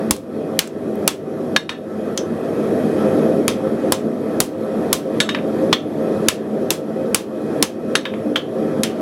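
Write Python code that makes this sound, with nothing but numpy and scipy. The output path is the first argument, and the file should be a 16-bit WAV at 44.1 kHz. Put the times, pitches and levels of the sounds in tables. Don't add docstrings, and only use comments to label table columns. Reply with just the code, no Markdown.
import sys
import numpy as np
from scipy import signal
from scipy.fft import rfft, irfft, next_fast_len
from scipy.io import wavfile
from scipy.ndimage import uniform_filter1d, minimum_filter1d, map_coordinates

SR = 44100
rng = np.random.default_rng(int(sys.argv[2]) if len(sys.argv) > 2 else 0)


def transcribe(u):
    v = np.clip(np.atleast_2d(u).T, -1, 1)
    q = np.round(v * 32767).astype(np.int16)
    wavfile.write(sys.argv[1], SR, q)


N = 397341

BURST_T60_S, TAP_T60_S = 0.014, 0.022


def amp(db):
    return 10 ** (np.asarray(db) / 20)


def unit(x):
    return x / np.sqrt(np.mean(x ** 2) + 1e-20)


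def along(points, hz):
    f, v = np.transpose(points)
    return np.interp(np.log(hz + 1), np.log(f + 1), v)


def wobble(rate_hz):
    knots = rng.standard_normal(int(N * rate_hz / SR) + 4)
    return map_coordinates(knots, [np.arange(N) * rate_hz / SR])


def filtered(x, response):
    m = next_fast_len(len(x) + 8192)
    return irfft(rfft(x, m) * response(np.fft.rfftfreq(m, 1 / SR)), m)[:len(x)]


def hump(hz, centre_hz, width_hz):
    return 1 / (1 + (2 * (hz - centre_hz) / width_hz) ** 2)


def lag(x, tau_s):
    keep = np.exp(-1 / (abs(tau_s) * SR))
    return signal.lfilter([1 - keep], [1, -keep], x)


def octaves(hz, centre_hz):
    return np.log2(np.maximum(hz, 1000) / centre_hz)


def add(track, start_s, sound):
    track[round(start_s * SR):][:len(sound)] += sound


def patchy(patchy_db):
    z = signal.stft(rng.standard_normal(N), nperseg=512)[2]
    field = uniform_filter1d(rng.standard_normal(z.shape), 5, 0)
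    field = uniform_filter1d(field, 10, 1)
    return signal.istft(z * amp(patchy_db * unit(field)), nperseg=512)[1][:N]


def forge():
    # time_s, roar_db
    flame_levels = [(0, -9), (1.2, -6), (2.4, -11.5), (3.1, -8.5), (4.2, -6.5), (5, -10), (6, -8.5),
                    (6.6, -6), (7.5, -9.5), (9, -7)]
    # centre_hz, nominal width_hz, level_db
    chamber_modes = [(105, 23.3, -12.5), (160.7, 32.3, -6), (215.2, 24.8, 2), (247.4, 5.5, 3.5),
                     (298.5, 39.6, 0), (335.4, 17, -2), (391, 90, -3), (457, 74, -5), (527.4, 29.8, -0.5),
                     (612, 22, -7.5), (640, 83, -10), (658, 27, -16), (757.4, 11, -10), (892, 23, -26)]
    # freq_hz, level_db (per Hz)
    jet_colour = [(410, -30.5), (700, -5), (1020, -13), (1120, -14), (1390, -14.5), (1800, -16),
                  (2110, -23.5), (2540, -25), (2750, -29), (3260, -29.5), (3620, -28), (7860, -36),
                  (11400, -34), (14800, -53), (16200, -52.5)]
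    # centre_hz, width_hz, lift_db
    throat_modes = [(1153, 210, 6), (1312, 23, 11), (1952, 210, 3), (2513, 70, 9), (3230, 300, 7),
                    (5500, 140, 4.5), (10400, 280, 4.5), (11600, 300, 6)]
    hiss_db, hiss_follows = -20.5, 0.63

    def chamber(hz):
        return np.sqrt(sum(amp(2 * db) * hump(hz, c, w) ** 1.84 for c, w, db in chamber_modes))

    def throat(hz):
        lift_db = sum(db * hump(hz, c, w) for c, w, db in throat_modes)
        return amp(along(jet_colour, hz) + lift_db)

    roar_db = np.interp(np.arange(N) / SR, *np.transpose(flame_levels))
    flutter_db = 0.26 * wobble(3.3) + 0.17 * wobble(40)
    roar = unit(amp(flutter_db) * filtered(patchy(patchy_db=1.0), chamber))
    hiss = unit(amp(0.19 * flutter_db) * filtered(patchy(patchy_db=1.5), throat))
    return amp(roar_db) * roar + amp(hiss_db + hiss_follows * roar_db) * hiss


def echoes(t):
    # freq_hz, t60_s
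    shop_decay = [(500, 0.17), (1200, 0.22), (2500, 0.25), (6000, 0.21), (11000, 0.19), (15000, 0.25)]
    hz, frame_s, z = signal.stft(rng.standard_normal(len(t)), SR, nperseg=256)
    decay = amp(-60 * frame_s / along(shop_decay, hz)[:, None])
    tail = signal.istft(z * decay, SR, nperseg=256)[1][:len(t)]
    tail = tail * (1 - np.exp(-t / 0.0019))
    return tail / np.linalg.norm(tail)


def ringing(modes, shape_db, scatter_db, blur_rad, t):
    total = 0
    for hz, level_db, t60_s in modes:
        envelope = amp(level_db + shape_db(hz) + rng.normal(0, scatter_db) - 60 * t / t60_s)
        phase_blur = np.cumsum(rng.normal(0, blur_rad, len(t)))
        total = total + envelope * np.sin(2 * np.pi * hz * t + phase_blur)
    return total


def strike(shape_db, crack_t60_s, rise_s, ring_db, piece_db, room_db, thud_db=-120):
    # freq_hz, level_db, t60_s
    anvil_modes = [(1730, -3, .09), (2100, -8, .05), (2950, -6, .04), (3712, -3, .1), (4380, -8, .05),
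                   (5400, -8, .06), (5750, -8, .07), (6400, -8, .08), (7600, -7, .09), (7790, -8, .08),
                   (8800, -12, .07), (9450, -12, .07), (10570, -7, .09), (11200, -9, .06),
                   (12300, -10, .06), (14060, -7, .07), (15010, -11, .06)]
    # freq_hz, level_db, t60_s
    piece_modes = [(930, -6, .07), (1330, -5, .07), (1900, -8, .05), (3241, 0, .09), (3460, -4, .1),
                   (4150, -11, .08), (5450, -10, .07), (6100, -7, .13), (6840, -12, .07), (8450, -14, .08)]

    def colour(hz):
        return amp(shape_db(hz)) * np.sqrt(4000 / (hz + 100))

    def duller(hz):
        return colour(hz) * (4000 / (hz + 500)) ** 0.7

    t = np.arange(SR // 3) / SR
    onset = 1 - np.exp(-t / rise_s)
    crack = filtered(rng.standard_normal(len(t)), colour) * onset * amp(-60 * t / crack_t60_s)
    thud = amp(thud_db) * np.sin(2 * np.pi * 170 * t) * np.exp(-t / 0.0022)
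    anvil = amp(ring_db) * ringing(anvil_modes, shape_db, 2, 0.099, t)
    piece = amp(piece_db) * ringing(piece_modes, shape_db, 2.5, 0.15, t)
    ring = onset * (anvil + piece)
    tail = echoes(t)
    wash = filtered(tail, duller) * (1 - np.exp(-t / 0.00086))
    wash = wash * np.linalg.norm(crack) / np.linalg.norm(wash)
    room = wash + signal.fftconvolve(thud + ring, tail)[:len(t)]
    return crack + thud + ring + amp(room_db) * room


def clinks():
    # start_s, level_db, pitch_hz (brightest part), piece_db (ring of the piece)
    clink_list = [(0.164, 8, 8400, -20), (.641, -1, 7500, -29), (0.674, 6.5, 8050, -20.5),
                  (0.9547, -10, 12200, -27), (.99, -19, 12100, -30), (2.1758, 13.5, 5930, -18)]
    fall_db_per_octave, body_db = 17.5, -12
    out = np.zeros(N + SR)
    for start_s, level_db, pitch_hz, piece_db in clink_list:
        def shape_db(hz):
            floor_db = np.where((hz > 700) & (hz < pitch_hz), body_db, -120)
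            slope_db = -fall_db_per_octave * np.abs(octaves(hz, pitch_hz))
            return level_db + np.maximum(slope_db, floor_db)

        add(out, start_s, strike(shape_db, BURST_T60_S, 0.00042, ring_db=-33, piece_db=piece_db, room_db=-11.5))
    return out[:N]


def taps():
    # start_s, level_db, bright_db (per octave above treble_hz), ring_db (anvil), piece_db (piece)
    tap_list = [(1.5623, 17.5, 2.5, -9.5, -25), (1.6925, 16.5, .5, -12.5, -33), (5.2023, 11, 6, -10, -21),
                (5.29, 10.5, 0.5, -13, -21), (5.3472, 11.5, -6, -18, -28), (5.3867, -2, -18, -18.5, -22),
                (5.7277, 16, 2, -20, -14.5), (7.9532, 15, 5.5, -11.5, -23), (8.0529, 12.5, -8, -13, -23),
                (8.1376, -0.5, -22, -23, -15), (8.3581, 13, -4, -18, -10)]
    # freq_hz, level_db (per octave)
    bare_colour = [(500, -30.5), (1000, -3), (1600, -2.5), (2600, 0.5), (4100, -4), (6600, -16.5),
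                   (10500, -22), (16000, -52)]
    treble_hz = 2600
    out = np.zeros(N + SR)
    for start_s, level_db, bright_db, ring_db, piece_db in tap_list:
        def shape_db(hz):
            tilt_db = bright_db * np.maximum(octaves(hz, treble_hz), 0)
            return level_db + along(bare_colour, hz) + tilt_db

        add(out, start_s, strike(shape_db, TAP_T60_S, 0.00053, ring_db, piece_db, room_db=-5.5))
    return out[:N]


def blows():
    # start_s, level_db, bright_db (per octave), knock_db (low knock against the colour), thud_db (stump)
    blow_list = [(0.109, 15.5, 4, 14, 11.5), (0.591, 21, -.5, -3.5, -16.5), (1.0772, 21.5, 1, 3.5, -1),
                 (3.48, 13, -1.5, -1, 0), (3.922, 13, 1.5, 11.5, -18.5), (4.403, 13.5, 4.5, 17, -2),
                 (4.929, 12, 3.5, 11.5, -13.5), (6.285, 18.5, 0, -3, -4), (6.705, 15.5, 2.5, 6, -14),
                 (7.146, 18, 2, 5, -3), (7.626, 17, 1.5, 4.5, -30), (8.834, 14.5, -1.5, -13.5, -4.5)]
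    # freq_hz, level_db (per octave)
    hot_colour = [(500, -26.5), (1000, -8), (1600, -9.5), (2600, -4.5), (4100, -2), (6600, -1),
                  (10500, 0.5), (16000, -11.5)]
    pivot_hz, knock_hz = 4000, 1300
    out = np.zeros(N + SR)
    for start_s, level_db, bright_db, knock_db, thud_db in blow_list:
        def shape_db(hz):
            tilt_db = bright_db * octaves(hz, pivot_hz)
            low_db = knock_db / (1 + (hz / knock_hz) ** 6)
            return level_db + along(hot_colour, hz) + tilt_db + low_db

        add(out, start_s, strike(shape_db, BURST_T60_S, 0.00017, ring_db=-27, piece_db=-25.5,
                                 room_db=-3.5, thud_db=thud_db))
    return out[:N]


def scene():
    return (forge() + clinks() + taps() + blows())[None]


def gain_control(x, creep_s):
    over = lag(np.maximum(np.abs(x) - 0.7, 0) ** 2, 0.0079)
    hold = round(0.09 * SR)
    held = -minimum_filter1d(-over, hold, origin=(hold - 1) // 2)
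    quick = lag(held, 0.047)
    earlier = amp(-27.5) * np.exp(-np.arange(N) / SR / creep_s)
    slow = lag(over, creep_s) + earlier
    gain_db = -5 * np.log10(1 + amp(43.5) * quick) - 7 * np.log10(1 + amp(58.0) * slow)
    return amp(lag(gain_db - gain_db[0], 0.0018) + gain_db[0])


def record(dry):
    top_hz = 16300
    x = signal.sosfilt(signal.butter(3, 62, "high", fs=SR, output="sos"), dry[0])
    x = np.clip(x * gain_control(x, creep_s=0.47), -1, 1)
    return filtered(x, lambda hz: np.clip((top_hz - hz) / 500, 0, 1))[None]


dry = scene()
out = record(dry)
transcribe(out)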